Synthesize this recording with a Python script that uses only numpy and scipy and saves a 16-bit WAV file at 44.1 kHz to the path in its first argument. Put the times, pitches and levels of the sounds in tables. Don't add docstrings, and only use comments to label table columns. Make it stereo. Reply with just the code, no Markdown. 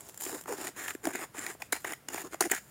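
import sys
import numpy as np
from scipy import signal
from scipy.fft import rfft, irfft
from scipy.io import wavfile

SR = 44100
rng = np.random.default_rng(int(sys.argv[2]) if len(sys.argv) > 2 else 0)


def wav_record(signal):
    frames = np.transpose(np.atleast_2d(signal))
    bounded = np.clip(frames, -1, 1)
    quanta = np.round(bounded * 32767).astype(np.int16)
    wavfile.write(sys.argv[1], SR, quanta)


N = 119070

# (frequency [Hz], relative level [dB])
AIR_SPECTRUM = [(29, -28), (50, -7.5), (152, -6), (252, -12), (1100, -19), (1660, -19), (2160, -23.5),
                (3950, -30.5), (7040, -31.5), (10100, -28), (11100, -28), (16000, -32)]
# (frequency [Hz], left minus right [dB])
BALANCE = [(200, 1), (380, 2.5), (700, -2.5), (1700, 4), (2800, -0.5), (5500, 2), (6900, 12), (8000, -4),
           (11000, 1.5), (13000, 2), (15000, 11)]
# (start [s], end [s], pitch [Hz], level [dB])
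COLLAR_GROANS = [(0.316, 0.372, 437.4, -42.5), (0.482, 0.546, 420.4, -38.5), (1.062, 1.087, 310.5, -36),
                 (2.242, 2.26, 322, -45), (2.443, 2.478, 383.4, -35)]
# (start [s], end [s], level [dB])
GRIT_SLIDES = [(0, .195, -57.5), (0.207, 0.306, -41), (0.286, 0.422, -51), (0.778, 0.911, -45.5),
               (0.938, 0.949, -48), (1.513, 1.54, -51), (1.633, 1.667, -58), (1.802, 1.85, -54),
               (2.473, 2.504, -53), (2.603, 2.706, -59.5)]
# (time [s], level before trim [dB])
GRIT_TICKS = [(.007, -43.5), (.015, -57), (0.088, -46), (0.095, -46.5), (.144, -47), (.176, -41.5),
              (.209, -36.5), (0.221, -40), (0.235, -39), (0.239, -37.5), (0.252, -37), (0.411, -43),
              (.438, -50), (0.614, -44), (0.622, -48), (0.642, -44), (1.392, -38.5), (1.899, -53),
              (2.217, -45), (2.272, -56), (2.312, -60)]
# (frequency [Hz], width [Hz], relative level [dB])
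GRIT_MODES = [(670, 950, -1.5), (3300, 870, -4), (5130, 2100, -5.5), (7380, 390, 9.5), (9670, 1300, -0.5),
              (12500, 1300, 0), (13800, 1500, 0)]
HOUSING_MODES = [(276.5, 115, 2), (393, 163, 3)]
WALL_MODES = [(650, 208, -1.5), (821, 193, 2.5), (1077, 510, -5)]
BARREL_MODES = [(1323, 287, -2.5), (1830, 318, 6.5), (2060, 450, 7.5), (2476, 2230, -5.5)]
BURR_MODES = [(3820, 5600, -12.5), (5190, 740, -4), (7003, 490, -2), (9000, 1580, -5), (10500, 2200, -3),
              (12980, 5120, -2.5), (14430, 1800, 3.5)]
# (low [Hz], high [Hz])
PART_BANDS = [(120, 514), (500, 2280), (950, 2890), (3000, 11220)]
# (time [s], frequency [Hz], level [dB])
SNAPS = [(1.62, 2510, -35.5), (1.7265, 422, -34), (1.7247, 4170, -28.5), (1.7239, 6820, -30.5),
         (1.7245, 10030, -27), (2.086, 2880, -35), (2.085, 5830, -42.5), (2.409, 1160, -31),
         (2.4082, 5700, -26.5), (2.4076, 8770, -26), (2.4079, 10100, -24), (2.422, 8400, -33.5),
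         (2.515, 7120, -22.5), (2.515, 15000, -29)]
# (time [s], decay [s], housing [dB], wall [dB], barrel [dB], burr [dB], barrel ring [Hz])
CORN_CRACKS = [(0.2634, 0.0036, -37.5, -56, -39, -41, 1860), (0.2938, 0.0033, -47, -43, -56, -40, 1670),
               (0.3278, 0.0011, -41.5, -51, -48, -39, 1420), (0.3456, 0.0037, -42.5, -59, -47, -37, 1860),
               (0.4577, 0.0028, -51, -47, -54, -52, 1600), (0.4803, 0.00097, -62, -41, -55, -67, 1480),
               (0.5236, 0.0017, -46, -39.5, -44, -32.5, 1710), (0.583, 0.0015, -42.5, -50, -52, -43, 1730),
               (0.6695, 0.0034, -71, -53, -35.5, -32, 2030), (0.6799, 0.00036, -76, -62, -39, -35, 1790),
               (0.7632, 0.002, -54, -52, -58, -49, 1730), (0.8593, 0.0023, -52, -62, -41, -49, 1700),
               (0.8804, 0.0035, -78, -46, -35, -33.5, 1830), (0.905, 0.0047, -62, -65, -37, -36.5, 1850),
               (0.95, 0.00089, -38, -63, -46, -44, 1600), (1.054, 0.00078, -39.5, -35.5, -37.5, -28, 1820),
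               (1.07, 0.0024, -31, -32.5, -40.5, -31, 2130), (1.15, 0.0023, -39, -41, -39, -43, 1890),
               (1.1553, 0.0031, -46, -53, -34, -31, 2160), (1.346, 0.0042, -49, -47.5, -66, -63, 1720),
               (1.3823, 0.003, -43.5, -65, -37.5, -36, 1870), (1.465, 0.00035, -71, -67, -35.5, -33, 1950),
               (1.5487, 0.0016, -54, -51.5, -62, -61, 1530), (1.621, 0.0024, -57, -39.5, -37, -34, 2100),
               (1.7248, 0.0035, -38, -34, -27, -23, 1450), (1.7297, 0.0034, -41, -40.5, -30.5, -25, 2200),
               (1.8448, 0.0075, -43, -36, -33.5, -35.5, 2080), (1.9211, 0.002, -49, -43, -64, -34.5, 1820),
               (1.9333, 0.0037, -71, -49, -35, -35, 1900), (2.086, 0.0031, -47, -45, -46, -33, 2120),
               (2.1438, 0.0012, -38, -37.5, -36, -30, 1900), (2.1785, 0.0011, -58, -41.5, -39, -65, 2200),
               (2.3317, 0.0023, -58, -48, -44.5, -52, 1580),
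               (2.3436, 0.00085, -43, -37, -47.5, -38.5, 2280),
               (2.4069, 0.0028, -34, -26, -42, -20.5, 1430), (2.41, 0.0066, -28.5, -31, -29, -24, 1900),
               (2.4232, 0.0017, -43, -42, -32, -32.5, 2000), (2.439, 0.0018, -42, -52, -35.5, -52, 1910),
               (2.499, 0.00077, -70, -55, -39, -36.5, 1920), (2.512, 0.0048, -31.5, -63, -31.5, -29, 2110),
               (2.515, 0.005, -66, -32.5, -24.5, -21, 2000), (2.529, 0.00081, -40, -43.5, -36, -51, 1590),
               (2.5346, 0.0024, -46, -38.5, -35.5, -54, 2000), (2.548, 0.0018, -50, -80, -36, -31, 1810),
               (2.5648, 0.0021, -70, -70, -44, -39, 1940)]
# (start [s], end [s], housing [dB], wall [dB], barrel [dB], burr [dB], barrel ring [Hz])
MILL_TWISTS = [(0.01, 0.108, -61.5, -62.5, -69, -57, 1700), (0.204, 0.246, -55, -76, -59, -47, 1900),
               (0.263, 0.394, -51, -53, -51.5, -48, 1630), (0.481, 0.551, -46.5, -47, -46.5, -46.5, 1600),
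               (0.573, 0.69, -47, -44.5, -44.5, -45, 1910), (0.772, 0.913, -54, -50, -42, -47, 1730),
               (1.039, 1.111, -44.5, -45.5, -46.5, -47.5, 1680),
               (1.138, 1.175, -46, -53, -40.5, -47.5, 2100), (1.193, 1.246, -47, -42.5, -41, -46, 1740),
               (1.356, 1.513, -51.5, -49, -42.5, -45.5, 1730), (1.609, 1.621, -67, -45.5, -60, -52, 2120),
               (1.746, 1.766, -54, -42.5, -39.5, -44, 1940), (1.865, 1.927, -48.5, -46, -39.5, -46, 1860),
               (2.1, 2.123, -50, -50, -51, -51.5, 1600), (2.134, 2.217, -51, -46, -43, -44, 1890),
               (2.243, 2.27, -46, -47.5, -53, -51.5, 1530), (2.326, 2.346, -45.5, -53, -48, -49, 2040),
               (2.414, 2.466, -64, -44.5, -42.5, -42, 2040), (2.509, 2.581, -69, -48.5, -40.5, -43, 1880)]
# (housing [dB], wall [dB], barrel [dB], burr [dB])
TWIST_TRIM_DB, CRACK_TRIM_DB = [-0.3, -2.5, -1.42, 2.5], [-0.36, 0.16, -0.75, -5.5]

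BARREL_HZ = 1935
ATTACK_S, RELEASE_S = 0.0083, 0.0077
BURST_WINDOW_S = 0.01


def undb(db):
    return 10 ** (np.asarray(db) / 20)


def unit(x):
    return x / np.sqrt(np.mean(x ** 2) + 1e-20)


def colour(x, points):
    hz, db = np.array(points, float).T
    f = np.maximum(np.fft.rfftfreq(x.shape[-1], 1 / SR), 1)
    return irfft(rfft(x) * undb(np.interp(np.log(f), np.log(hz), db)), x.shape[-1])


def wander(size, rate_hz):
    knots = rng.standard_normal(4096)
    return unit(np.interp(np.arange(size) / SR * rate_hz, np.arange(len(knots)), knots))


def add(out, x, start_s, db, over_s):
    i = int(round(start_s * SR))
    x = x * undb(db) * np.sqrt(2 * over_s * SR / (np.sum(x ** 2) + 1e-20))
    x, i = x[:, max(-i, 0):], max(i, 0)
    out[:, i:i + x.shape[1]] += x[:, :max(N - i, 0)]


def open_air(mid_db=-59, side_ratio_db=-4.5, low_cut_hz=59):
    low_cut = signal.butter(2, low_cut_hz, "high", fs=SR, output="sos")
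    noises = colour(rng.standard_normal((2, N)), AIR_SPECTRUM)
    mid, side = (unit(signal.sosfilt(low_cut, noise)) for noise in noises)
    return undb(mid_db) * (mid + undb(side_ratio_db) * side * np.array([[1], [-1]]))


def echo(x, t60_s=0.23, send_db=-13):
    t = np.arange(16384) / SR
    envelope = np.exp(-np.log(1000) * t / t60_s) * (1 - np.exp(-t / 0.0012))
    tail = rng.standard_normal((2, len(t))) * envelope
    tail /= np.sqrt(np.sum(tail ** 2, axis=1, keepdims=True))
    wet = signal.fftconvolve(x, tail, axes=1)[:, :N]
    return undb(send_db) * colour(wet, [(300, -11), (1500, -3.5), (7000, 1.5), (15000, 1.5)])


def at_microphone(push, lag_samples=4, decay_s=0.0012, low_cut_hz=1090):
    t = np.arange(512) / SR
    paths = rng.standard_normal((2, len(t))) * np.exp(-t / decay_s)
    paths /= np.sqrt(np.sum(paths ** 2, axis=1, keepdims=True))
    paths = signal.sosfilt(signal.butter(1, low_cut_hz, "high", fs=SR, output="sos"), paths)
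    paths[0, lag_samples] += 1
    paths[1, 0] += 1
    return signal.fftconvolve(push[None], paths, axes=1)[:, :len(push)]


def collar_groaning(jitter=0.136, flutter_db=1):
    out, t = np.zeros((2, N)), np.arange(4096) / SR
    for start, end, hz, db in COLLAR_GROANS:
        length = end - start
        pitch = hz * (1 + jitter * wander(len(t), rate_hz=242))
        phase = 2 * np.pi * np.cumsum(pitch) / SR
        tone = np.sin(phase) + undb(-9.5) * np.sin(2 * phase)
        swell = np.sqrt(np.abs(np.sin(np.pi * np.minimum(t / length, 1))))
        flutter = undb(flutter_db * wander(len(t), rate_hz=240))
        add(out, at_microphone(swell * flutter * tone), start, db, length)
    return out


def ring(push, modes, band_hz, shift=1):
    size = push.shape[-1]
    f = np.maximum(np.fft.rfftfreq(size, 1 / SR), 1) / shift
    response = sum((-1) ** k * undb(db) / (1 + 1j * (f * f - hz * hz) / (f * width))
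                   for k, (hz, width, db) in enumerate(modes))
    band = signal.butter(2, np.minimum(band_hz, 0.45 * SR), "band", fs=SR, output="sos")
    return signal.sosfilt(band, irfft(rfft(push) * response, size))


def ring_parts(push, barrel_hz):
    modes = [HOUSING_MODES, WALL_MODES, BARREL_MODES, BURR_MODES]
    shifts = [1, 1, barrel_hz / BARREL_HZ, 1]
    return [ring(push, *part) for part in zip(modes, PART_BANDS, shifts)]


def fractures(size, per_s, spread_db):
    hits = rng.random(size) < per_s / SR
    sign = rng.choice([-1, 1], size)
    strength = np.minimum(rng.exponential(size=size), 4)
    return hits * sign * undb(spread_db * strength)


def run_of_grains(length_s, per_s=4500, places=3, crunch_db=2):
    t = np.arange(-2048, 14336) / SR
    hold = np.exp(np.minimum(t, 0) / ATTACK_S - np.maximum(t - length_s, 0) / RELEASE_S)
    crunch = hold * undb(crunch_db * wander(len(t), rate_hz=200))
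    runs = (fractures(len(t), per_s / places, spread_db=3.5) * crunch for _ in range(places))
    return sum(at_microphone(run) for run in runs), -t[0]


def soften_peaks(push, evenness=0.23):
    spectrum = rfft(push)
    strength = np.sqrt(np.mean(np.abs(spectrum) ** 2, axis=0))
    return irfft(spectrum / (strength + 0.2 * np.mean(strength) + 1e-12) ** evenness, push.shape[1])


def burst(decay_s, rise_s=0.00068):
    t = np.arange(-256, 3840) / SR
    envelope = np.exp(np.minimum(t, 0) / rise_s - (np.maximum(t, 0) / decay_s) ** 1.5)
    splinters = fractures(len(t), per_s=16000, spread_db=2.5) * envelope
    fade = np.minimum((t[-1] - t) / t[-1] * 2, 1) ** 2
    return fade * soften_peaks(at_microphone(splinters)), -t[0]


def loose_grit(band_hz=(350, 18000), tick_trim_db=-0.5):
    out = np.zeros((2, N))
    for start, end, db in GRIT_SLIDES:
        push, lead = run_of_grains(end - start)
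        add(out, ring(push, GRIT_MODES, band_hz), start - lead, db, end - start + RELEASE_S / 2)
    for at, db in GRIT_TICKS:
        push, lead = burst(decay_s=0.0017)
        add(out, ring(push, GRIT_MODES, band_hz), at - lead, db + tick_trim_db, BURST_WINDOW_S)
    return out


def corns_cracking():
    out = np.zeros((2, N))
    for at, decay, *levels, barrel_hz in CORN_CRACKS:
        push, lead = burst(decay)
        for part, db, trim in zip(ring_parts(push, barrel_hz), levels, CRACK_TRIM_DB):
            add(out, part, at - lead, db + trim, BURST_WINDOW_S)
    for at, hz, db in SNAPS:
        push, lead = burst(decay_s=0.0019)
        width_hz = 140 + hz / 28
        snap = ring(push, [(hz, width_hz, 0)], band_hz=(hz / 2, hz * 2))
        add(out, snap, at - lead, db, BURST_WINDOW_S)
    return out


def mill_grinding():
    out = np.zeros((2, N))
    for start, end, *levels, barrel_hz in MILL_TWISTS:
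        push, lead = run_of_grains(end - start)
        for part, db, trim in zip(ring_parts(push, barrel_hz), levels, TWIST_TRIM_DB):
            add(out, part, start - lead, db + trim, end - start + RELEASE_S / 2)
    return out


def scene():
    mill = mill_grinding() + corns_cracking() + loose_grit() + collar_groaning()
    left, right = mill + echo(mill)
    left = colour(left, [(hz, db / 2) for hz, db in BALANCE])
    right = colour(right, [(hz, -db / 2) for hz, db in BALANCE])
    return np.array([left, right]) + open_air()


def record(dry):
    ceiling, top_hz = 0.42, 15900
    rounded = ceiling * np.tanh(dry / ceiling)
    return signal.sosfilt(signal.ellip(10, 0.2, 80, top_hz, fs=SR, output="sos"), rounded)


dry = scene()
out = record(dry)
wav_record(out)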